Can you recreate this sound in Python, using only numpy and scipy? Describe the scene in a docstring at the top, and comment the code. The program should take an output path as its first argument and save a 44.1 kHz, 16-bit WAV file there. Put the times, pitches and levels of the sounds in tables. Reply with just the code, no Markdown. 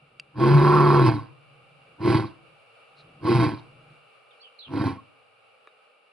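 """A dry snap sounds over the faint hiss of a plain, then a lion gives one long roar and three grunts.
The grunts are shorter and hoarser. Each call scoops up in pitch, holds, and sags after a last push of air.
The lion's slack vocal folds flap unevenly into a long throat; the open bush returns a low echo.
Dry grass rustles, something murmurs far off, a small bird chirps, and a dull tick comes last."""
import sys
import numpy as np
from scipy import signal
from scipy.fft import rfft, irfft
from scipy.io import wavfile
from scipy.ndimage import map_coordinates

SR = 44100
rng = np.random.default_rng(int(sys.argv[2]) if len(sys.argv) > 2 else 0)


def dump_mix(stems):
    """Bounce the given channels to the path in sys.argv[1] as a 16-bit WAV at rate SR."""
    frames = np.atleast_2d(stems).T  # one column per channel
    limited = np.clip(frames, -1, 1)  # hard clip at full scale
    pcm = np.round(limited * 32767).astype(np.int16)
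    wavfile.write(sys.argv[1], SR, pcm)


N = 269892
T = np.arange(N) / SR
HZ = np.fft.rfftfreq(N, 1 / SR)


def gain_of(db):
    """Turns decibels into a factor to multiply by."""
    return 10 ** (np.asarray(db) / 20)


def evened(x):
    """Scales a sound to an average strength (rms) of 1."""
    return x / np.sqrt(np.mean(x ** 2) + 1e-20)


def steadied(x, span_s):
    """Evens out loudness changes slower than span_s and keeps the faster flutter."""
    window = signal.windows.hann(int(span_s * SR) | 1)
    power = signal.fftconvolve(x ** 2, window / window.sum(), "same")
    return x / np.sqrt(np.abs(power) + 1e-14)


def spectrum(points):
    """Joins (frequency, value) points into a curve over all frequencies."""
    hz, value = np.transpose(points)
    return np.interp(np.log(HZ + 1), np.log(hz + 1), value)


def add(mix, start_s, sound):
    """Mixes a sound in at the given time."""
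    part = mix[round(start_s * SR):][:len(sound)]
    part += sound[:len(part)]


def bump(t, half_s):
    """A smooth swell of height 1 around time zero."""
    return np.exp(-(t / half_s) ** 2)


def noise(gain):
    """Noise of strength 1, shaped by a gain for each frequency."""
    return evened(irfft(rfft(rng.standard_normal(N)) * gain, N))


def wander(hz):
    """A random wobble, up to about hz times a second."""
    return noise(1 / (1 + (HZ / hz) ** 4))


def humps(modes):
    """Gain curve of resonances, the places where something rings: (frequency, width, level)."""
    return np.sqrt(sum(gain_of(db) ** 2 / (1 + ((HZ - hz) / (0.48 * width)) ** 2) ** 2
                       for hz, width, db in modes))


def colour(x, gain):
    """Filters by a gain curve so that resonances ring after each pulse, never before it."""
    cepstrum = irfft(np.log(gain / gain.max() + 1e-5), N)
    return irfft(rfft(x) * np.exp(rfft(2 * cepstrum[:N // 2], N)), N)


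def resonate(x, hz, width):
    """Rings one resonance that slides along the curve hz."""
    spin = np.exp(2j * np.pi * np.cumsum(hz) / SR)
    decay = np.exp(-np.pi * width / SR)
    return 2 * (spin * signal.lfilter([1 - decay], [1, -decay], x / spin)).real


def above(x, hz):
    """Keeps only what lies above hz."""
    return signal.sosfilt(signal.butter(4, hz, "highpass", fs=SR, output="sos"), x)


def bend(x, factor):
    """Slides every resonance of a steady sound by a slowly changing factor."""
    return map_coordinates(x, [np.cumsum(factor)], order=3, mode="mirror")


# The tone colour of the plain's hiss: (frequency [Hz], relative level [dB])
HISS_SPECTRUM = [(40, -38), (210, -17.5), (370, -14), (450, 1.5), (570, 0), (730, -5), (800, 1.5),
                 (900, -11.5), (1080, -8.5), (1230, 2), (1700, -14.5), (2080, -15), (2350, 0.5), (2490, -8),
                 (2760, 0), (3200, -16), (4700, -20.5), (6400, -40)]


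def plain_hiss(peak_s=3.05, peak_db=-54, sag_db=-5):
    """A faint, wide hiss that swells once, slowly."""
    shape = gain_of(spectrum(HISS_SPECTRUM)) / (1 + (HZ / 7500) ** 8)
    hiss = 0.44 * noise(shape) + 0.63 * np.array([noise(shape) for side in range(2)])
    fizz = np.array([noise(humps([(9950, 4600, 0)])) for side in range(2)])
    swell_db = peak_db + sag_db * ((T - peak_s) / peak_s) ** 2
    return (hiss + gain_of(-23.5) * fizz) * gain_of(swell_db + .5 * wander(6.7))


# When the far murmur is heard: (start [s], end [s], level [dB])
MURMURS = [(0, 2.5, -64), (3.051, 3.92, -57.5)]


def far_murmur(fade_db_per_s=121):
    """A faint low murmur that comes and goes far off."""
    loudness = sum(gain_of(db - fade_db_per_s * abs(T - np.clip(T, start, end)))
                   for start, end, db in MURMURS)
    murmur = noise(humps([(144, 33, 4), (200, 30, -20.5), (307, 520, -14.5)]))
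    return steadied(murmur, .25) * loudness


# Stirrings of the grass: (start [s], length [s], level [dB])
RUSTLES = [(2.255, 0.036, -56.5), (2.952, 0.087, -58), (3.573, 0.042, -57.5)]


def grass_rustles():
    """Dry grass rustles in short swells of high noise."""
    loudness = np.zeros(N)
    for start, length, db in RUSTLES:
        add(loudness, start, gain_of(db) * signal.windows.hann(int(length * SR)))
    return loudness * noise(humps([(4120, 850, 0)]))


def bush_echo(x, far_db=-31, grass_db=-17, low_fade_s=1.82, high_fade_s=0.56, grass_fade_s=0.12):
    """Nearby grass scatters the treble; far trees return an echo whose bass lingers longest."""
    out = []
    for side in range(2):
        low = noise(humps([(128, 54, 0)])) * gain_of(-60 * T / low_fade_s)
        high = noise(1 / (1 + (HZ / 2200) ** 2)) * gain_of(-60 * T / high_fade_s)
        far = (0.023 * low + high) * np.clip(T / 0.022, 0, 1)
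        near = noise(np.minimum(HZ, 4000)) * gain_of(-60 * T / grass_fade_s)
        echo = gain_of(far_db) * far / np.linalg.norm(far)
        echo += gain_of(grass_db) * near / np.linalg.norm(near)
        out.append(signal.fftconvolve(x, echo)[:N])
    return np.array(out)


# Bird notes: (start [s], length [s], first pitch [Hz], last pitch [Hz], relative level [dB])
CHIRPS = [(4.304, 0.02, 3650, 2830, -61), (4.396, 0.035, 4040, 4540, -59.5),
          (4.423, .06, 3174, 2630, -51.5), (4.586, 0.03, 4200, 3694, -48.5), (4.614, .025, 2994, 3957, -51),
          (4.623, 0.058, 3730, 2400, -51)]


def bird(lift=0.0484, husk=0.028):
    """Quick gliding whistles; the pitch lifts in mid-note and wavers, which sounds husky."""
    out = np.zeros(N)
    for start, length, first_hz, last_hz, db in CHIRPS:
        progress = np.linspace(0, 1, int(length * SR))
        arch = np.abs(np.sin(np.pi * progress))
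        glide_hz = first_hz + (last_hz - first_hz) * progress
        hz = glide_hz * (1 + lift * arch + husk * wander(400)[:len(progress)])
        add(out, start, gain_of(db) * np.sqrt(2 * arch) * np.sin(2 * np.pi * np.cumsum(hz) / SR))
    return out * gain_of(3 * wander(200))


# The tones in a sharp snap and a dull tick: (frequency [Hz], level [dB], time to fade by 60 dB [s])
SNAP_TONES = [(2530, -40, 0.013), (2710, -27, 0.022), (4700, -32.5, 0.016), (9850, -44, 0.006)]
TICK_TONES = [(514, -32.5, 0.0067), (1210, -32, 0.0097), (1670, -46.5, 0.027), (2360, -40.5, 0.016),
              (3760, -58.5, .09)]


def dry_click(start_s, tones, crack_db, rise_s=0.00016, crack_fade_s=0.017):
    """A small dry click: a burst of splintering noise and a few briefly ringing tones."""
    t, out = T[:SR // 5], np.zeros(N)
    crack = gain_of(crack_db - 60 * t / crack_fade_s) * rng.standard_normal(len(t))
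    ring = sum(gain_of(db - 60 * t / fade_s) * np.cos(2 * np.pi * hz * t) for hz, db, fade_s in tones)
    add(out, start_s, (1 - np.exp(-t / rise_s)) * (crack + ring))
    return above(out, 340)


# How much louder the lion is on the left than the right: (frequency [Hz], level gap [dB])
LEFT_LEVEL = [(60, -0.5), (96, -1), (150, 1), (250, -1.5), (400, 0.5), (640, -4), (1030, -0.5),
              (1650, -7.5), (2650, -3.5), (4260, -4), (6840, -10), (11000, 0.5)]
# How far the left wave runs ahead of the right: (frequency [Hz], phase lead [radians])
LEFT_LEAD = [(80, .5), (300, .58), (500, .75), (1000, .55), (3000, 0), (5300, -1.3), (7300, -3.9),
             (10300, -5.4)]


def left_and_right(x):
    """Spreads a sound over two sides, each with its own level and timing."""
    half = gain_of(spectrum(LEFT_LEVEL) / 2) * np.exp(.5j * spectrum(LEFT_LEAD))
    pair = np.array([half, 1 / half])
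    return irfft(rfft(x) * pair / np.maximum(abs(pair.mean(0)), .5), N)


# Whistles as the throat opens or closes: (start [s], length [s], level [dB])
SQUEAKS = [(0.4, 0.069, -25), (1.184, .022, -36), (2.238, 0.011, -32.5), (3.261, 0.039, -28.5),
           (4.971, 0.038, -46)]


def throat_squeaks(pitch_hz=1083):
    """Short wavering whistles of air through the narrowed throat."""
    out = np.zeros(N)
    for start, length, db in SQUEAKS:
        count = int(length * SR)
        cycles = np.cumsum(pitch_hz * (1 + 0.0067 * wander(80)[:count])) / SR
        swell = np.sqrt(2 * signal.windows.hann(count))
        add(out, start, gain_of(db) * swell * np.sin(2 * np.pi * cycles))
    return out


def fold_pulses(cycles, rough, uneven_db=10.5, slip_periods=.45):
    """One sharp pulse each time the vocal folds close, uneven in size and time in a rough voice."""
    closings = np.flatnonzero(np.diff(np.floor(cycles)) > 0)
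    size, slip = rng.standard_normal((len(closings), 2)).T
    shift = (slip * rough[closings] ** 2 * slip_periods * N / len(closings)).astype(int)
    size_db = uneven_db * np.sqrt(rough[closings]) * np.tanh(size)
    out = np.zeros(N)
    out[np.clip(closings + shift, 0, N - 1)] = gain_of(size_db)
    return evened(out)


def chest_tone(cycles, rough, drive):
    """The deep note of the chest: nearly pure when the voice is smooth, shaky when it is rough."""
    tone = np.sin(2 * np.pi * cycles) + 0.32 * rough * np.sin(4 * np.pi * cycles)
    tone *= gain_of(22.5 * rough ** 1.34 * wander(46))
    boom = rough * evened(colour(drive, humps([(133.5, 21.3, -0.5), (199, 21, -5.5)])))
    rumble = 0.029 * noise(humps([(55, 82, 0)]))
    return above(tone + boom, 95) + rumble


def throat_howl(pulses, puffs, throat_hz):
    """The throat howls on one narrow resonance, with wider ones around it."""
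    howl = resonate(resonate(puffs, throat_hz, width=22), throat_hz, width=36)
    body = colour(pulses + 0.76 * puffs, humps([(218.5, 65, 3.5), (349, 68, 4.5), (497, 65, -3.5)]))
    return steadied(howl, 0.054) + .5 * evened(body)


# Where the long airway rings, above the howl: (frequency [Hz], width [Hz], relative level [dB])
AIRWAY_RESONANCES = [(474.7, 24.6, -2), (561.3, 31, -7), (668, 47, 1), (790.4, 46, 2.5), (897, 79, 4),
                     (981.6, 47, 6.5), (1073.4, 79, 8), (1164, 31, -6), (1333, 59, -2.5), (1417, 74, -5),
                     (1537, 72, -2), (1648, 17, -3), (1697, 47, -7.5), (1800, 74, -9.5)]
# What a wide open jaw adds: (frequency [Hz], width [Hz], relative level [dB])
OPEN_JAW_RESONANCES = [(940, 40, 0.5), (995, 51, 13.5), (1099, 58, 15), (1181, 31, 7.5), (1349, 62, 6.5),
                       (1875, 50, -10)]


def mouth_ring(drive, jaw):
    """The voice rings through the mouth; opening it wide favours the tones near 1000 Hz."""
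    narrow = evened(colour(drive, humps(AIRWAY_RESONANCES)))
    wide = evened(colour(drive, humps(AIRWAY_RESONANCES + OPEN_JAW_RESONANCES)))
    return (1 - jaw) * narrow + jaw * wide


# The high, narrow resonances of the rasp: (frequency [Hz], width [Hz], relative level [dB])
RASP_RESONANCES = [(2024, 120, 0), (2208, 50, 3), (2427, 46, 3), (2528, 74, -1.5), (2670, 92, -3),
                   (3025, 60, -6), (3223, 53, -1.5), (3430, 50, -4.5), (3760, 54, -16), (3890, 66, -1.5),
                   (4166, 160, -6), (4550, 120, -5.5), (4790, 98, -5.5), (5120, 70, -7.5)]
# Air rushing past the teeth: (frequency [Hz], relative level [dB])
TEETH_SPECTRUM = [(1500, -32.5), (2200, -5.5), (3500, -12.5), (5100, -14), (5700, -21), (6300, -37),
                  (8000, -30.5), (8700, -26.5), (10300, -19.5), (11100, -31.5)]


def breath_rasp(pulses, puffs, flutter, throat_hz):
    """High resonances rise and fall a little with the throat while air hisses past the teeth."""
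    rasp = colour(flutter * (puffs + .8 * pulses), humps(RASP_RESONANCES))
    stretch = (throat_hz / 350) ** .1 * (1 + .005 * wander(9))
    teeth = colour(flutter * puffs, gain_of(spectrum(TEETH_SPECTRUM)))
    return evened(bend(rasp, stretch)) + 0.5 * evened(teeth)


# The lion's calls: (start [s], rise time [s], scoop time [s], moment of last push [s], fall time [s],
# pitch [Hz], throat resonance [Hz], roughness [0-1], chest [dB], throat [dB], mouth [dB], rasp [dB],
# boost of last push [dB])
CALLS = [(.343, 0.034, 0.056, 1.076, .18, 143, 348.6, 0.22, -17.5, -20.5, -27.5, -38.5, 5.5),
         (1.984, 0.032, 0.073, 2.16, 0.15, 137, 362.3, 0.34, -21, -21, -28.5, -37, 2),
         (3.205, 0.032, .1, 3.44, 0.17, 139.3, 358.5, 0.31, -22, -21.5, -28.5, -37, 2.5),
         (4.666, 0.044, .08, 4.88, 0.12, 120.9, 310.3, .4, -26.5, -26, -33.5, -44, 1.5)]
# How far below full level a call starts, and how far it drops over its fall time:
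# (chest [dB], throat [dB], mouth [dB], rasp [dB])
START_DB = [-41.5, -42.5, -38, -48]
FALL_DB = [-34.5, -36.5, -27, -26.5]
# Once a call the folds settle, so the chest swells and the howl gives way: (time [s], half-length [s])
SETTLES = [(0.552, 0.036), (2.122, .02), (3.371, .028), (4.8, 0.011)]
# The jaw drops wide only in the long roar: (time [s], opening [0-1])
JAW_OPENING = [(.42, 0), (.58, .2), (.72, 0.97), (.83, 0.81), (.99, 0.7), (1.04, 0)]


def effort(pitch_scoop=.3, pitch_sag=.27, throat_scoop=.18, throat_sag=.22, sag_s=.055, lag_s=.045):
    """Each call scoops up, holds, and sags as the air runs out; gives the curves that steer the voice."""
    calls = np.array(CALLS)
    current = calls[np.searchsorted(calls[1:, 0], T + .1)]  # a row takes over 0.1 s before its start
    start, rise_s, scoop_s, push_at, fall_s, top_hz, howl_hz, hoarse, *full_db, push_db = current.T
    age, since_push = T - start, np.maximum(T - push_at, 0)

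    jaw = np.interp(T, *np.transpose(JAW_OPENING))
    settled = sum(bump(T - time, half_s) for time, half_s in SETTLES)
    strain = bump(T - push_at, .03)  # the last push strains the voice
    scoop = np.exp(-np.maximum(age, 0) / scoop_s)
    sag, late_sag = (.5 + .5 * np.tanh(.5 * (T - push_at - lag) / sag_s) for lag in (0, lag_s))
    pitch_hz = top_hz * (1 - pitch_scoop * scoop) * (1 - pitch_sag * sag) * (1 + .025 * jaw)
    throat_hz = howl_hz * (1 - throat_scoop * scoop) * (1 - throat_sag * late_sag)
    throat_hz *= 1 + 0.0417 * jaw - 0.059 * strain
    # the folds flap more unevenly as they start and stop
    rough = hoarse + .35 * scoop + .15 * late_sag + .15 * strain
    rough = np.clip(rough * (1 - .25 * settled), .02, 1)

    # the howl surges just after the throat opens, and rebounds briefly during the fall
    surge, rebound = bump(age - 0.1, 0.042), bump(since_push - 0.092, 0.014)
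    shove_db = push_db * bump(T - push_at, .018)
    accents_db = [-4 * surge + 6 * settled - 5.5 * jaw ** 4,  # chest
                  4.5 * surge - 4.5 * settled + 8 * rebound,  # throat
                  0.7 * surge + 8.5 * jaw + shove_db,  # mouth
                  2 * surge + shove_db]  # rasp
    onset = np.exp(-age / rise_s)
    fall = (since_push / fall_s) ** 1.18  # the fall starts gently
    levels_db = [full + accent + start_db * onset + fall_db * fall
                 for full, accent, start_db, fall_db in zip(full_db, accents_db, START_DB, FALL_DB)]
    return pitch_hz, rough, throat_hz, jaw, levels_db


def lion():
    """Pulses from the vocal folds and puffs of rushing air ring the chest, throat and mouth."""
    pitch_hz, rough, throat_hz, jaw, levels_db = effort()
    cycles = np.cumsum(pitch_hz * (1 + .07 * rough * wander(60))) / SR
    # the heavy folds also flutter slowly, which gives the growl
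    flutter = gain_of(2 * noise(humps([(32.6, 130, 0)])))
    puffs = evened((.4 + np.exp(-(cycles % 1) / .35)) * rng.standard_normal(N))
    pulses = fold_pulses(cycles, rough)
    air_share = .04 + .65 * rough
    drive = flutter * (np.sqrt(1 - air_share) * pulses + np.sqrt(air_share) * puffs)
    parts = [chest_tone(cycles, rough, drive), throat_howl(pulses, puffs, throat_hz),
             mouth_ring(drive, jaw), breath_rasp(pulses, puffs, flutter, throat_hz)]
    return sum(gain_of(db) * steadied(part, .08) for part, db in zip(parts, levels_db))


def scene():
    """The lion close by, with the bush and the plain around it."""
    roar, chirps = lion() + throat_squeaks(), bird()
    snap = dry_click(.1977, SNAP_TONES, crack_db=-43)
    tick = dry_click(5.673, TICK_TONES, crack_db=-73, rise_s=0.00043)
    echo = bush_echo(roar + 9 * chirps)  # the far bird is heard mostly through the bush's scatter
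    background = plain_hiss() + far_murmur() + grass_rustles()
    return background + echo + .45 * chirps + snap + tick + left_and_right(roar)


def record(dry, cutoff_hz=11150):
    """Cuts off the very highest treble."""
    lowpass = signal.firwin(511, cutoff_hz, window=("kaiser", 9), fs=SR)
    return signal.oaconvolve(dry, lowpass[None], "same")


dry = scene()
out = record(dry)
dump_mix(out)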